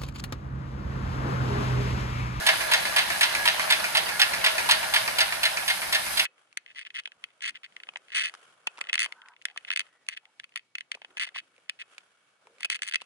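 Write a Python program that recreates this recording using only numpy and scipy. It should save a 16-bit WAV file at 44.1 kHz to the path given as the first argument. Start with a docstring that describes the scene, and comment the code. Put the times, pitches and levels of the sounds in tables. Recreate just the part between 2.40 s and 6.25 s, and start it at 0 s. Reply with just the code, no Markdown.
"""A paper folding machine in a tiled workshop: steel blows of noise, clinks and frame modes, four sheets a second.
Each sheet brings two clacks, then a lighter tap just over half a cycle later and a swish of filtered noise.
Underneath, grainy noise makes rollers, air hiss, motor rumble and a hollow drone; small clinks make the ticking.
Unsteady sines make the drive whines and a recurring rough squeal; noise-fed resonators hum as the frame.
Two low knocks come from the body, and the room answers each blow with a tail of fading noise."""
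import sys
import numpy as np
from scipy import signal
from scipy.fft import rfft, irfft, next_fast_len
from scipy.io import wavfile
from scipy.ndimage import map_coordinates

SR = 44100
rng = np.random.default_rng(int(sys.argv[2]) if len(sys.argv) > 2 else 0)


def unload_audio(sound):
    """Save the sound as a 16-bit wav file, at the path given as the first command line argument."""
    columns = np.transpose(np.atleast_2d(sound))
    # keep every value between -1 and 1, then stretch to whole-number steps
    steps = np.round(np.clip(columns, -1, 1) * 32767)
    wavfile.write(sys.argv[1], SR, steps.astype(np.int16))


N = 169785

# The blows of each sheet, relative levels: first_clack_s, first_clack_db, second_clack_db, tap_db,
# frame_ring_db, first_tilt_db_per_octave, second_opening_contact_db, second_tilt_db_per_octave
SHEETS = [(.065, 0, 2.5, -1, 0, 1, -1, -3.5), (.314, 1, 0, -1.5, -1.5, -2.5, 6, 2),
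          (.562, 1.5, 0, 0.5, 0, -2, -8, 1), (.809, 1.5, 1, 0, -4, -1, 4.5, -.5),
          (1.055, -0.5, 2.5, 1, -4, -1, 2.5, -3), (1.302, 0, -1.5, -0.5, 0.5, -.5, 8.5, -2),
          (1.549, -0.5, -3.5, -3.5, 0.5, -2, 5, 2.5), (1.795, -1, -0.5, -0.5, 1.5, 0, 9.5, 1.5),
          (2.041, 0.5, 1, 0, -3, -3, 6.5, -1.5), (2.289, 1.5, 2.5, -6.5, -1, -3, 3, 3),
          (2.537, 0, 1, -2, -7, -1, -8, -2.5), (2.784, -1, 1, -2.5, 0, .5, 3.5, 0.5),
          (3.031, -3, -3, -2, 2.5, 0.5, -5, 2.5), (3.278, -5.5, -2.5, -4, 2.5, 2, -7, 0.5),
          (3.525, -3.5, -2, -6, 1, 1, -3, 2), (3.772, -4.5, 0.5, -12, -3.5, 2.5, -1, 0.5)]
SECOND_S, TAP_S = .0213, .1398  # after the first clack
# Contacts within one blow: delay_s, level_db
FIRST_BOUNCES = [(.0002, -3), (.0025, -2), (.0068, -1)]
SECOND_BOUNCES = [(0, -2.5), (.0026, -2), (.0075, -3)]
TAP_BOUNCES = [(0, -2.5), (.0022, -5.5)]
# Relative colour of each kind of blow: frequency_hz, level_db
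FIRST_COLOUR = [(200, -47), (420, -27.5), (620, -19.5), (950, 2.5), (1200, -7), (1450, -4.5), (2200, -1),
                (3600, 2), (4800, -3), (5800, -10), (7400, -11.5), (9000, -7), (12000, -13.5), (15500, -27)]
SECOND_COLOUR = [(200, -40), (420, -26), (620, -19), (950, -16), (1200, -8), (1450, -2.5), (1800, 1.5),
                 (2400, 1.5), (3600, 2), (4700, 0), (5800, -6), (7400, -14.5), (9000, -7.5), (12000, -20),
                 (15500, -36)]
TAP_COLOUR = [(200, -23), (450, -17), (900, -7), (1200, -7.5), (1550, -7), (1900, -4.5), (2350, 1.5),
              (3200, -13), (4500, -6), (7400, -16.5), (9500, -13.5), (15500, -43)]
# Modes of the steel frame: pitch_hz, relative level_db, t60_s
FRAME_MODES = [(550.6, -10, 0.059), (642.5, -4.5, 0.12), (788.6, -10, 0.19), (916, -12.5, 0.084),
               (1363, -1.5, 0.12), (1427, 1.5, 0.099), (1525, -7, 0.11), (1705, 5.5, 0.076),
               (1821, 1.5, 0.12), (2080, -0.5, 0.11), (2146, -0.5, 0.14), (2595, -4, 0.2),
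               (2870, 2.5, 0.086), (4200, 1, 0.069)]
# Course of the running noise, before each layer's offset: time_s, level_db
RUNNING = [(0.0, -30), (0.46, -30), (1.15, -30.5), (1.41, -31.5), (2.29, -31), (3.32, -34.5), (3.85, -34)]
# Relative colour of the steady noise layers: frequency_hz, level_db (per Hz)
ROLLER_COLOUR = [(150, -25), (460, -35), (570, -2.5), (660, 4), (820, 3), (1050, -1.5), (1250, -4),
                 (1650, 2.5), (2200, -4.5), (3000, -3.5), (4500, -6.5), (5800, -12), (7500, -14.5),
                 (12000, -62)]
AIR_COLOUR = [(2000, -24), (5000, 3), (6500, -4.5), (7500, -3.5), (8400, 0.5), (10200, 3.5), (12000, -1.5),
              (14200, -11.5), (15000, -51)]
RUMBLE_COLOUR = [(20, -28), (35, -10), (52, 2), (75, -1), (100, -3), (135, 0), (200, 2), (290, -4),
                 (350, -0.5), (450, -11), (800, -29)]
DRONE_COLOUR = [(220, -30), (320, -7.5), (500, 10), (620, -22)]
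# Course of the hollow drone: time_s, level_db
DRONE_LEVEL = [(0, -47), (.7, -56), (2.2, -52.5), (3.1, -64)]
# Colour of the ticking: frequency_hz, relative level_db
TICK_COLOUR = [(300, -17), (650, 1.5), (2000, -0.5), (4500, 5), (7000, -9), (14000, -32)]
# Dull knocks in the machine's body: start_s, level_db
KNOCKS = [(.165, -41), (2.61, -46)]
# Gear and bearing tones: pitch_hz, level_db (rms, around which the running level moves)
WHINES = [(140, -65.5), (936, -72), (1189, -55), (1357, -59.5), (3968, -53), (6454, -57.5)]
# Spurts of squeal: middle_s, half_length_s, level_db
SQUEALS = [(0.093, 0.071, -37), (0.275, 0.055, -36.5), (0.497, .03, -39), (.755, 0.022, -37),
           (1.01, 0.044, -31), (1.244, .03, -42), (1.744, 0.023, -37), (2.237, .05, -38), (2.5, 0.038, -41),
           (3.21, 0.037, -42)]
SQUEAL_HZ, SQUEAL_LEAD_RAD = 1670, -1.4  # the lead is left over right
# Decay of the room: frequency_hz, t60_s
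ROOM_DECAY = [(200, 0.45), (1000, 1), (3000, 0.55), (6000, 0.31), (14000, 0.18)]
# Phase between the two microphones for near and for diffuse sound: frequency_hz, left_lead_rad
NEAR_PHASE = [(300, -1), (700, -1.5), (950, -0.88), (1350, -2), (1750, -1.45), (2300, -2), (3500, -2.5),
              (4500, -4.5), (5500, -4), (6400, -5.5), (7500, -8.5), (9100, -4), (10000, -8), (12000, -4.5)]
FAR_PHASE = [(50, 0.66), (150, 2), (300, 1.62), (420, -2.05), (1300, -1.8), (2000, 0.45), (2800, 2.5),
             (4500, 1.5), (5500, -4), (6400, 2.5), (7500, -3), (9100, 2), (10000, -1.5), (12000, 0)]
# Likeness of left and right in diffuse sound, clipped to -1..1 in use: frequency_hz, likeness
ALIKE = [(50, 0), (150, 1), (320, 0.16), (600, 1), (1100, 0), (1700, 0.28), (4500, -0.02), (6400, 0.5),
         (9000, 0.6), (10500, 7.2), (12000, 9.7)]
# Channel balance: frequency_hz, left_minus_right_db
BALANCE = [(50, 0), (130, 6), (400, 2.5), (900, 0), (1400, -1.5), (2200, -0.5), (3500, -2), (5600, -3),
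           (7100, 2.5), (7800, -4.5), (9000, 2), (9700, -2.5), (11500, 0)]
MONO_HZ, TOP_HZ = 11700, 15800  # one shared channel from MONO_HZ up; band limit


def amp(db):
    """Decibels to gain."""
    return 10 ** (np.asarray(db) / 20)


def unit(x):
    """Scale to rms 1."""
    return x / np.sqrt(np.mean(x ** 2) + 1e-20)


def along(points, hz):
    """Read (Hz, value) points on a log frequency axis."""
    f, v = np.transpose(points)
    return np.interp(np.log(hz + 1), np.log(f + 1), v)


def curve(rows):
    """Draw (s, value) points as one value per sample."""
    return np.interp(np.arange(N) / SR, *np.transpose(rows))


def wobble(rate):
    """A smooth random curve, rate knots a second."""
    knots = rng.standard_normal(int(N * rate / SR) + 4)
    return map_coordinates(knots, [np.arange(N) * rate / SR])


def filtered(x, response):
    """Shape x with a complex response of frequency."""
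    n = x.shape[-1]
    m = next_fast_len(n + SR // 10, True)
    return irfft(rfft(x, m) * response(np.fft.rfftfreq(m, 1 / SR)), m)[..., :n]


def causal(points, size=1024):
    """A minimum-phase impulse response of energy 1 with the given colour."""
    cepstrum = irfft(np.log(amp(along(points, np.fft.rfftfreq(size, 1 / SR)))))
    # fold the cepstrum forward so that nothing sounds ahead of the blow
    cepstrum[1:size // 2] *= 2
    cepstrum[size // 2 + 1:] = 0
    h = irfft(np.exp(rfft(cepstrum)))
    return h / np.linalg.norm(h)


def add(track, s, sound):
    """Mix a sound into a track at s seconds."""
    i = max(0, round(s * SR))
    part = track[..., i:i + sound.shape[-1]]
    part += sound[..., :part.shape[-1]]


def ports(x, phase):
    """Set the phase difference between the two microphones."""
    halves = np.array([[1], [-1]])
    return filtered(x, lambda hz: np.exp(.5j * along(phase, hz) * halves))


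def diffuse(pair):
    """Blend two unrelated signals into sound arriving from all round."""
    def weights(hz):
        turn = np.arccos(np.clip(along(ALIKE, hz), -1, 1)) / 2
        return np.array([np.cos(turn), np.sin(turn)])
    mid, side = filtered(pair, weights)
    return ports(np.array([mid + side, mid - side]), FAR_PHASE)


def rush(colour, grain_db):
    """Diffuse noise of rms 1, broken into tiny impacts by grain_db."""
    pair = rng.standard_normal((2, N)) * amp(grain_db * wobble(700))
    return unit(diffuse(filtered(pair, lambda hz: amp(along(colour, hz)))))


def burst(t, t60, grain_db=0):
    """Dying noise of energy 1, broken into chatter by grain_db."""
    chatter = map_coordinates(rng.standard_normal(200), [t * 450])
    x = rng.standard_normal(len(t)) * amp(grain_db * chatter - 60 * t / t60)
    return x / np.linalg.norm(x)


def clink(t, centre_hz, spread, t60, count):
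    """A small steel part rings briefly with energy 1, its modes drawn afresh each time."""
    hz = centre_hz * np.exp(spread * rng.standard_normal((count, 1)))
    hz = np.minimum(hz, TOP_HZ)
    modes = np.sin(2 * np.pi * (hz * t + rng.random((count, 1))))
    x = modes.sum(0) * amp(-60 * t / t60)
    return x / np.linalg.norm(x)


def tone(hz, waver_hz, flutter_db, port_turns):
    """An unsteady tone of rms 1 whose phase drifts between the microphones."""
    turns = np.cumsum(hz + waver_hz * wobble(40)) / SR
    drift = port_turns * np.array([wobble(2.7), wobble(2.87)])
    flutter = amp(flutter_db * np.tanh(2 * wobble(26)))
    return unit(flutter * np.sin(2 * np.pi * (turns + drift)))


def rollers():
    """Rollers and belts rattle: noise with a coarse grain and an uneven level."""
    return amp(curve(RUNNING) - 3.0 + 0.83 * wobble(24.86)) * rush(ROLLER_COLOUR, grain_db=3.0)


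def ticks(per_s, centre_hz, t60, scatter_db):
    """Guide balls and linkage tick at random against the rollers; rms 1."""
    t = np.arange(SR // 12) / SR
    out = np.zeros((2, N))
    slots = rng.random((600, 4))
    for place, chance, size, side in slots:
        if chance < per_s * N / SR / len(slots):
            tick = clink(t, centre_hz, spread=.55, t60=t60, count=5) + .5 * burst(t, 0.0055)
            angle = 2 * np.pi * side
            pan = np.array([[np.cos(angle)], [np.sin(angle)]])
            add(out, place * N / SR, amp(scatter_db * size) * pan * tick)
    return unit(diffuse(filtered(out, lambda hz: amp(along(TICK_COLOUR, hz)))))


def air():
    """Air hiss: high, fine-grained noise with a slowly uneven level."""
    return amp(-40.0 + 1.6 * wobble(8.83)) * rush(AIR_COLOUR, grain_db=1.0)


def rumble():
    """Motor rumble: low noise that follows the running level a little more than one to one."""
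    level_db = curve(RUNNING)
    swing_db = 1.17 * (level_db - level_db.mean())
    return amp(swing_db - 50.0 + 1.55 * wobble(10)) * rush(RUMBLE_COLOUR, grain_db=1.5)


def drone():
    """A hollow band of the running noise, rising and falling on its own course."""
    return amp(curve(DRONE_LEVEL) + 3.2 * wobble(11)) * rush(DRONE_COLOUR, grain_db=-3.5)


def knocks(hz, t60):
    """Soft, low knocks in the machine's body: dying sines with a softened start."""
    t = np.arange(SR // 4) / SR
    knock = np.sin(2 * np.pi * hz * t) * amp(-60 * t / t60) * (1 - np.exp(-t / .006))
    out = np.zeros(N)
    for s, db in KNOCKS:
        add(out, s, amp(db) * knock)
    return ports(out, FAR_PHASE)


def drive():
    """The running gear: rollers, ticking, air, motor and body together."""
    ticking = ticks(per_s=60, centre_hz=1697, t60=0.099, scatter_db=15.5)
    ticking = amp(curve(RUNNING) - 7.0) * ticking
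    return rollers() + ticking + air() + rumble() + drone() + knocks(hz=119, t60=0.29)


def whine():
    """Faint tones of gears and bearings, moving with the running level."""
    level_db = curve(RUNNING)
    tones = sum(amp(db) * tone(hz, waver_hz=4.3, flutter_db=2.0, port_turns=0.08) for hz, db in WHINES)
    return amp(level_db - level_db.mean()) * tones


def frame_hum(level_db, tilt_db, swell_db):
    """Noise keeps the frame's resonant modes faintly ringing, each swelling by itself."""
    out = np.zeros((2, N))
    for hz, db, t60 in FRAME_MODES:
        r = np.exp(-np.log(1000) / (t60 * SR))  # pole radius that gives the mode's decay
        poles = [1, -2 * r * np.cos(2 * np.pi * hz / SR), r * r]
        ring = signal.lfilter([1, 0, -1], poles, rng.standard_normal((2, N)))
        mode_db = db + tilt_db * np.log2(hz / 1000) + swell_db * wobble(11)
        out += amp(mode_db) * unit(ring)
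    return amp(curve(RUNNING) + level_db) * unit(diffuse(out))


def squeal(rough_db):
    """A roller rubs and sings roughly, in short spurts."""
    s, half_s, db = np.transpose(SQUEALS)[:, :, None]
    spurts = np.exp(-.5 * ((np.arange(N) / SR - s) / half_s) ** 4)
    rubbing = (amp(db) * spurts).sum(0)
    voice = tone(SQUEAL_HZ, waver_hz=10.6, flutter_db=0.0, port_turns=0.037)
    voice = voice * amp(rough_db * np.tanh(wobble(170)))
    return rubbing * unit(ports(voice, [(SQUEAL_HZ, SQUEAL_LEAD_RAD)]))


def room_tail():
    """A fresh pair of room tails: fading noise whose treble dies first."""
    hz, t, z = signal.stft(rng.standard_normal((2, SR // 2)), SR, nperseg=256)
    decay = amp(-60 * t / along(ROOM_DECAY, hz)[:, None])
    onset = 1 - np.exp(-t / 0.0023)
    tail = signal.istft(z * decay * onset, SR, nperseg=256)[1]
    return tail / np.linalg.norm(tail[0])


def contacts(t, bounces, strike_db, crack_s, rattle_s, rattle_db, clink_db, clink_hz):
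    """Steel meets steel a few times, each a crack with a clink, over a short rattle of linkage."""
    blow = amp(rattle_db) * burst(t, rattle_s, grain_db=4.0) * (1 - np.exp(-t / 0.0023))
    for k, (delay, bounce_db) in enumerate(bounces):
        crack = burst(t, crack_s) * (1 - np.exp(-t / 0.00054))
        contact = crack + amp(clink_db) * clink(t, clink_hz, spread=.4, t60=0.11, count=12)
        # only the opening contact takes the strike level
        level_db = bounce_db + strike_db * (k == 0) + rng.normal(0, 0.85)
        add(blow, delay + rng.normal(0, 0.00028), amp(level_db) * contact)
    return blow


def frame_ring(t):
    """The struck frame rings in its modes with energy 1, their levels and pitches varied per blow."""
    hz, mode_db, t60 = np.transpose(FRAME_MODES)[:, :, None]
    level_db = mode_db + rng.uniform(-6, 8, hz.shape) - 60 * t / t60
    turns = hz * t * rng.normal(1, 0.0076, hz.shape) + rng.random(hz.shape)
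    modes = amp(level_db) * np.sin(2 * np.pi * turns)
    body = modes.sum(0) * (1 - np.exp(-t / 0.0086))
    return body / np.linalg.norm(body)


def blows(times, levels_db, rings_db, strikes_db, tilts_db, bounces, colour, ring_db, room_db, **steel):
    """Each blow is a group of steel contacts, the frame's ring and the room's answer."""
    t = np.arange(SR // 5) / SR
    near, ring, far = np.zeros(N), np.zeros(N), np.zeros((2, N))
    for s, db, frame_db, strike_db, tilt_db in zip(times, levels_db, rings_db, strikes_db, tilts_db):
        blow = contacts(t, bounces, strike_db, **steel)
        # brightness tilts around 2200 Hz
        tilted = filtered(blow, lambda hz: amp(tilt_db * np.log2(np.clip(hz, 600, 6000) / 2200)))
        add(near, s, amp(db) * tilted)
        add(ring, s, amp(db + frame_db + ring_db) * frame_ring(t))
        add(far, s, amp(db + room_db) * room_tail())
    h = causal(colour)
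    direct = signal.fftconvolve(near, h)[:N] + ring
    answer = signal.fftconvolve(far, h[None], axes=1)[:, :N]
    return ports(direct, NEAR_PHASE) + diffuse(answer)


def mechanism():
    """The steel mechanism strikes two clacks and a tap for every sheet."""
    s, first_db, second_db, tap_db, ring_db, first_tilt, strike_db, second_tilt = np.transpose(SHEETS)
    even = np.zeros(len(s))
    first = blows(s, first_db, ring_db, even, first_tilt, FIRST_BOUNCES, FIRST_COLOUR,
                  crack_s=0.0071, rattle_s=0.054, rattle_db=-.5,
                  clink_db=-7, clink_hz=2698, ring_db=-4.0, room_db=-1.5)
    second = blows(s + SECOND_S, second_db, ring_db, strike_db, second_tilt, SECOND_BOUNCES, SECOND_COLOUR,
                   crack_s=0.0095, rattle_s=0.056, rattle_db=2.5,
                   clink_db=-7, clink_hz=2794, ring_db=2.0, room_db=-3.5)
    tap = blows(s + TAP_S, tap_db, ring_db, even, even, TAP_BOUNCES, TAP_COLOUR,
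                crack_s=0.0036, rattle_s=0.23, rattle_db=-10.5,
                clink_db=-10.5, clink_hz=1908, ring_db=-12.0, room_db=-7.5)
    return amp(6.0) * first + amp(4.5) * second + amp(6.5) * tap


def paper(delay_s, width_s, level_db):
    """Each sheet swishes through the rollers: one smooth swell of airy noise after its first clack."""
    since = np.arange(N) / SR - np.array(SHEETS)[:, :1] - delay_s
    swells = np.exp(-.5 * (since / width_s) ** 2).sum(0)
    return amp(level_db) * swells * rush(AIR_COLOUR, grain_db=2.0)


def scene():
    """The whole machine, as the two microphones hear it."""
    machine = drive() + whine() + frame_hum(level_db=-7.0, tilt_db=-5, swell_db=3.5)
    machine += squeal(rough_db=-2.0) + mechanism()
    machine += paper(delay_s=0.11, width_s=0.083, level_db=-42.0)
    halves = np.array([[.5], [-.5]])  # left takes half the balance, right the opposite half
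    return filtered(machine, lambda hz: amp(along(BALANCE, hz) * halves))


def record(dry):
    """Both channels share the left microphone in the top treble, and nothing passes the band limit."""
    stereo = filtered(dry, lambda hz: hz < MONO_HZ)
    shared_treble = filtered(dry[0], lambda hz: (hz >= MONO_HZ) & (hz < TOP_HZ))
    return stereo + shared_treble


dry = scene()
out = record(dry)
unload_audio(out)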